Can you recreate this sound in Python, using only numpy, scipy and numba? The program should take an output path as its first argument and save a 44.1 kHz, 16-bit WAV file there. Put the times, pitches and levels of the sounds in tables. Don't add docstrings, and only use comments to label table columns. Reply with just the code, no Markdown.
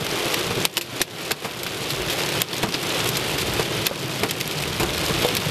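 import sys
import numpy as np
from scipy import signal
from scipy.fft import rfft, irfft
from scipy.io import wavfile
from scipy.ndimage import uniform_filter1d
from numba import njit

SR = 44100
rng = np.random.default_rng(int(sys.argv[2]) if len(sys.argv) > 2 else 0)


def convert_level_to_amplitude(level_db):
    exponent = np.asarray(level_db, float) / 20
    return 10 ** exponent


def int16_out(signal):
    q = np.round(np.clip(np.atleast_2d(signal).T, -1, 1) * 32767)
    wavfile.write(sys.argv[1], SR, q.astype(np.int16))


N = 242550
HIT_SAMPLES = 6144

# (time [s], peak before gain control [dB], treble gain [dB], ring t60 [s],
# mode under the stone [Hz], gain of that mode over the pane's peak [dB])
GLASS_BLOWS = [(0.342, -9, -3, 0.028, 2570, -11), (0.652, 9, -3, 0.0079, 3090, -8.5),
               (0.6545, -4.5, 2, 0.033, 4370, 4), (0.7398, -13, 9, 0.025, 3000, -12),
               (0.7696, 12, -3, 0.022, 2970, -7.5), (0.7759, 7, 2, 0.055, 2950, -3),
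               (0.8106, 7, 2, 0.081, 2700, 1), (1.0011, -4.5, -9, 0.067, 3400, -15),
               (1.0152, 7, 0.5, 0.09, 3870, 3), (1.0152, 4, -12, 0.056, 1880, 9),
               (1.0152, 8.5, 10, 0.04, 5700, 4), (1.3074, -1, -5, 0.12, 5000, -10),
               (1.3116, -1, -34, 0.034, 1585, 4), (1.3168, 6, 5.5, 0.025, 5180, -6),
               (1.447, -6, 2, 0.16, 2430, 3), (1.632, -4.5, 4, 0.039, 3030, -19),
               (1.6636, -5.5, -6, 0.086, 1530, -0.5), (1.904, -8, 1, 0.048, 4340, 0),
               (2.0982, -9.5, 1, 0.18, 3270, 0), (2.403, -26, 11, 0.032, 5360, -24),
               (2.4177, 6.5, 1.5, 0.016, 3330, -12), (2.53, -6.5, -2, 0.043, 4430, -2),
               (2.5325, -15, -10, 0.04, 3440, 2), (2.5642, -11, 1, 0.075, 5970, -13),
               (2.6293, -5.5, 1, 0.035, 2200, 1), (2.633, -8, -1, 0.038, 2490, 6),
               (2.688, -8, -4, 0.035, 2480, -2), (2.7407, -4, -16, 0.074, 4980, -4),
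               (2.9018, -9.5, -13, 0.078, 3880, 3), (3.0025, -8.5, -10, 0.018, 2800, -5),
               (3.0435, -9, 4, 0.02, 3500, -14), (3.058, -11.5, 4, 0.05, 3490, -8),
               (3.069, -16, 2, 0.018, 4500, -10), (3.0745, -9, 12, 0.033, 3580, -13),
               (3.0885, -5, 4, 0.043, 2580, -15), (3.152, -9, -8, 0.073, 3000, -4),
               (3.169, -3, 3, 0.041, 4200, -13), (3.3795, -10.5, 1, 0.18, 1830, -12),
               (3.858, -13, -6, 0.05, 4520, -8), (3.8645, -12, 7, 0.064, 3160, -7.5),
               (3.867, 1.5, -0.5, 0.019, 4220, -5), (3.8705, -11, -11, 0.027, 3500, -2),
               (4.153, -22, 10, 0.016, 6000, -7), (4.198, -24, 11, 0.014, 6040, -12),
               (4.2338, -7, 2, 0.048, 2420, 4), (4.2966, -10.5, -20.5, 0.045, 3100, 6),
               (4.309, -2.5, 4, 0.03, 3700, -8), (4.401, -13, -0.5, 0.08, 3320, -10),
               (4.4103, -6, -4, 0.025, 4050, -7), (4.4763, -10, 4, 0.015, 2660, -3),
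               (4.5101, -14, 0, 0.041, 3170, -6), (4.637, -8.5, -1, 0.016, 2570, 9),
               (4.7974, -10, 4, 0.1, 2400, 6), (4.8308, -11.5, 1, 0.031, 4090, -6),
               (5.2487, -12, 11, 0.042, 3650, 8), (4.945, -17, -4, 0.051, 3280, -7),
               (5.287, -2, -6, 0.025, 3230, -6), (5.3512, 1, 2, 0.018, 5440, -16),
               (5.367, 2, -3, 0.037, 2520, -5)]
# (time [s], peak before gain control [dB], panel pitch [Hz], ring t60 [s],
# peak of the whole roof over the panel sine [dB])
ROOF_BLOWS = [(0.015, -26, 460, 0.18, -5), (0.095, -36.5, 490, 0.092, -15), (0.125, -19.5, 318, 0.13, 2),
              (0.258, -18, 345, 0.15, -7), (0.347, -35, 495, 0.14, -9), (0.508, -14, 474, 0.11, 2),
              (0.51, -16.5, 329, 0.24, -1), (0.578, -12.5, 389, 0.1, 0), (0.775, -4, 345, 0.34, 5),
              (1.009, -1.5, 370, 0.057, -6), (1.308, -1.5, 434, 0.26, 14.5), (1.446, -3, 459, 0.12, 9),
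              (1.998, -12.5, 371, 0.092, -20), (2.634, -3.5, 440, 0.13, 8), (2.641, -6.5, 207, 0.2, -3),
              (2.684, -12, 170, 0.18, -20), (2.747, -8, 316, 0.084, -1), (3.595, -6.5, 453, 0.041, -1.5),
              (3.912, -5.5, 557, 0.048, -8), (4.232, -9, 446, 0.061, 6.5), (4.799, -12, 345, 0.27, 15),
              (4.832, -8.5, 366, 0.062, 3), (5.095, -13, 446, 0.079, 11), (5.2485, -7, 494, 0.22, -20),
              (5.2485, -12.5, 584, 0.15, -10)]
# (peak before gain control [dB], treble gain [dB],
# ring t60 [s], mode under the stone [Hz], gain of that mode over the pane's peak [dB])
RANDOM_STONE_MEAN = (-17, -3, .028, 3300, -9)
RANDOM_STONE_SCATTER = (1.5, 4, .006, 750, 3)
# (frequency [Hz], width [Hz], gain [dB])
PANE_MODES = [(920, 110, -1), (1960, 1330, 2), (2570, 500, 5.5), (3550, 490, 8), (4730, 1450, 4),
              (5730, 2400, -1.5), (3100, 2600, -3)]
# (frequency [Hz], width [Hz], gain [dB])
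TREBLE_RESONANCES = [(6970, 1720, -1.5), (10660, 8800, -5), (12190, 1530, 1)]
# (frequency [Hz], width [Hz], gain [dB])
ROOF_RESONANCES = [(345, 41, -6.5), (403, 286, -5), (443, 130, -2), (588, 13, -14), (790, 50, -14)]
# (frequency [Hz], width [Hz], gain [dB])
CABIN_AIR_MODES = [(112.5, 43, -7), (145.3, 49, -1.5), (177, 77.4, -7)]
# (frequency [Hz], relative density [dB per Hz])
RAIN_SPECTRUM = [(120, -34), (200, -15), (339, 0), (565, -5.5), (846, -9.5), (1220, -9.5), (1740, -12),
                 (3170, -8.5), (6990, -24), (11000, -26), (14000, -28.5)]
# (time [s], gain on all the rain [dB])
RAIN_LEVEL = [(0, -3.5), (.35, 0), (.55, -3.5), (1.0, 8), (1.3, 4.5), (1.6, 2.5), (1.9, 1), (2.2, 2),
              (2.5, 1.5), (2.75, 5), (2.95, 5), (3.08, 5.5), (3.2, 3.5), (3.4, 1), (3.7, 0), (4, -2),
              (4.2, -1.5), (4.4, -4), (4.65, -2), (4.85, -4), (5.2, 1), (5.5, 11)]
# (time [s], gain on the boom [dB])
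BOOM_LEVEL = [(0, -4), (.3, -7.5), (.55, 0), (1.05, 5), (1.3, -1), (2.2, -2.5), (2.5, -0.5), (3.1, 2),
              (4.3, -1.5), (4.9, -1), (5.1, -2.5), (5.3, 3.5), (5.5, 14.5)]
# (time [s], rms level [dB])
ROAD_RUMBLE = [(0.0, -47), (0.75, -64), (1.0, -52), (2.07, -35), (2.44, -75), (3.06, -36), (3.55, -38),
               (4.17, -64), (4.75, -36.5), (5.15, -34.5), (5.5, -40)]


def level(x, db):
    return x * convert_level_to_amplitude(db) / np.sqrt(np.mean(x ** 2))


def curve(points):
    return np.interp(np.arange(N) / SR, *np.transpose(points))


def ring(x, modes):
    total = 0
    for k, (hz, width, db) in enumerate(modes):
        b, a = signal.iirpeak(hz, hz / width, SR)
        total = total + (-1) ** k * convert_level_to_amplitude(db) * signal.lfilter(b, a, x)
    return total


def colour(x, points):
    hz, db = np.transpose(points)
    bins = np.maximum(np.arange(N // 2 + 1) * SR / N, 1)
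    weight = convert_level_to_amplitude(np.interp(np.log(bins), np.log(hz), db))
    return irfft(rfft(x) * weight, N)


def walk(rate):
    hold = int(SR / rate)
    steps = np.repeat(rng.standard_normal(N // hold + 1), hold)
    return 1.37 * uniform_filter1d(uniform_filter1d(steps, hold), hold)[:N]


def splats(per_s, scatter_db, t60_s):
    lands = rng.random(N) < per_s / SR
    size_db = scatter_db * np.minimum(rng.exponential(size=N), 5)
    power = lands * convert_level_to_amplitude(2 * size_db)
    fade = np.exp(-2 * np.log(1000) / (t60_s * SR))
    return np.sqrt(signal.lfilter([1], [1, -fade], power)) * rng.standard_normal(N)


def place(times, peaks_db, sounds):
    out = np.zeros(N + HIT_SAMPLES)
    for s, db, sound in zip(times, peaks_db, sounds):
        i = int(s * SR)
        out[i:i + HIT_SAMPLES] += convert_level_to_amplitude(db) * sound / np.abs(sound).max()
    return out[:N]


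@njit
def follow(x, attack, release):
    y, e = np.empty(len(x)), 0.
    for i in range(len(x)):
        e += (x[i] - e) * (attack if x[i] > e else release)
        y[i] = e
    return y


def glass_stones(blows):
    s, peak_db, treble_db, t60, hz, spot_db = np.transpose(blows)
    t = np.arange(HIT_SAMPLES) / SR
    fade = convert_level_to_amplitude(-60 * t / t60[:, None])

    usual_ring_s = 0.033
    crack = convert_level_to_amplitude(11.5 + 10.5 * np.log2(usual_ring_s / t60))[:, None]
    push = crack * (t == 0)
    noise = rng.standard_normal((len(s), 2, HIT_SAMPLES)) * (1 - np.exp(-t / 0.0005))
    pane = ring(push + noise[:, 0] * fade, PANE_MODES)
    treble_fade = fade ** 0.99 + crack * np.exp(-t / 0.00046)
    treble = ring(push + noise[:, 1] * treble_fade, TREBLE_RESONANCES)

    rough_samples = 70
    rough = uniform_filter1d(rng.standard_normal((len(s), HIT_SAMPLES)), rough_samples) * np.sqrt(rough_samples)
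    spot_fade = convert_level_to_amplitude(-60 * t / 0.0092) + convert_level_to_amplitude(-14.0) * fade * (0.47 + 0.38 * rough)
    spot = np.sin(2 * np.pi * hz[:, None] * t) * spot_fade
    pane_peak = np.abs(pane).max(axis=1, keepdims=True)
    struck = pane + convert_level_to_amplitude(treble_db)[:, None] * treble + convert_level_to_amplitude(spot_db)[:, None] * spot * pane_peak

    travel_s, travel_at_hz = 0.0007, 4040
    bins = np.arange(HIT_SAMPLES // 2 + 1) * SR / HIT_SAMPLES
    spread = np.exp(-4j * np.pi * travel_s * np.sqrt(travel_at_hz * bins))
    return place(s - travel_s / 2, peak_db, irfft(rfft(struck) * spread, HIT_SAMPLES))


def random_stones():
    count = 60
    chance = rng.standard_normal((count, len(RANDOM_STONE_MEAN)))
    times = rng.random(count) * N / SR
    return np.column_stack([times, RANDOM_STONE_MEAN + np.clip(chance, -2, 2) * RANDOM_STONE_SCATTER])


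def roof_stones():
    s, peak_db, hz, t60, body_db = np.transpose(ROOF_BLOWS)
    t = np.arange(HIT_SAMPLES) / SR
    phase = 2 * np.pi * hz[:, None] * t
    fade_db = -60 * t / t60[:, None]
    panel = np.sin(phase) * convert_level_to_amplitude(fade_db)
    neighbour = np.sin(1.24 * phase) * convert_level_to_amplitude(2 * fade_db - 8.5)
    knock = np.sin(1.5 * phase) * convert_level_to_amplitude(fade_db - 10.0)
    blow = rng.standard_normal((len(s), HIT_SAMPLES)) * np.exp(-t / 0.024)
    roof = ring(blow, ROOF_RESONANCES + CABIN_AIR_MODES + [(1060, 870, -14.5)])
    body = convert_level_to_amplitude(body_db)[:, None] * roof / np.abs(roof).max(axis=1, keepdims=True)
    return place(s, peak_db, panel + neighbour + knock + body)


def rain(strength_db):
    patter = colour(splats(per_s=700., scatter_db=1.5, t60_s=0.031), RAIN_SPECTRUM)
    hiss = colour(convert_level_to_amplitude(1.54 * walk(12)) * rng.standard_normal(N), RAIN_SPECTRUM)
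    pellets = ring(splats(per_s=37.0, scatter_db=1.5, t60_s=0.041), PANE_MODES + TREBLE_RESONANCES[:-1])
    ticks = sum(ring(splats(per_s=93.0, scatter_db=4.0, t60_s=0.0081), [mode])
                for mode in PANE_MODES[1:-1] + TREBLE_RESONANCES[:-1])
    taps = ring(splats(per_s=150., scatter_db=2.0, t60_s=0.0059), PANE_MODES + TREBLE_RESONANCES)
    drumming = sum(ring(splats(per_s=40., scatter_db=2.0, t60_s=0.039), [mode]) for mode in ROOF_RESONANCES)
    drops = level(patter, -27.5) + level(hiss, -28) + level(drumming, -34)
    impacts = level(pellets, -35) + level(ticks, -35) + level(taps, -36)
    return convert_level_to_amplitude(strength_db) * (drops + impacts)


def cabin(boom_db):
    shake = splats(per_s=41.0, scatter_db=2.5, t60_s=0.11) + 0.91 * rng.standard_normal(N)
    boom = ring(ring(shake, CABIN_AIR_MODES), [(114, 1400, 0)])
    return convert_level_to_amplitude(boom_db) * level(boom, -29.5)


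def road():
    shudder = ring(rng.standard_normal(N), [(46, 10, 1.5), (83, 62, -1.5)])
    shudder = ring(shudder, [(54, 100, 0)])
    return level(shudder, 0) * convert_level_to_amplitude(curve(ROAD_RUMBLE))


def scene():
    hail = glass_stones(GLASS_BLOWS) + glass_stones(random_stones()) + roof_stones()
    mix = rain(curve(RAIN_LEVEL)) + cabin(curve(BOOM_LEVEL)) + road() + hail
    return mix[None]


def band_limit(x):
    return signal.sosfilt(signal.butter(12, 15980, fs=SR, output="sos"), x)


def record(dry):
    over = np.maximum(np.abs(dry[0]) - convert_level_to_amplitude(-9.0), 0)
    quick = follow(over, 1 / (0.00045 * SR), 1 / (0.07 * SR))
    slow = follow(quick, 1 / (0.1 * SR), 1 / (0.4 * SR))
    gain = 1 / (1 + convert_level_to_amplitude(19.0) * quick + convert_level_to_amplitude(11.0) * slow)
    lag = 1 / (0.012 * SR)
    gain = signal.lfilter([lag], [1, lag - 1], gain - 1) + 1
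    heard = signal.sosfilt(signal.ellip(12, 0.3, 70, 13900, fs=SR, output="sos"), dry)
    clipped = np.clip(heard * gain, -0.5, 0.5)
    finished = signal.sosfilt(signal.cheby2(10, 60, 15900, fs=SR, output="sos"), clipped)
    return band_limit(finished)


dry = scene()
out = record(dry)
int16_out(out)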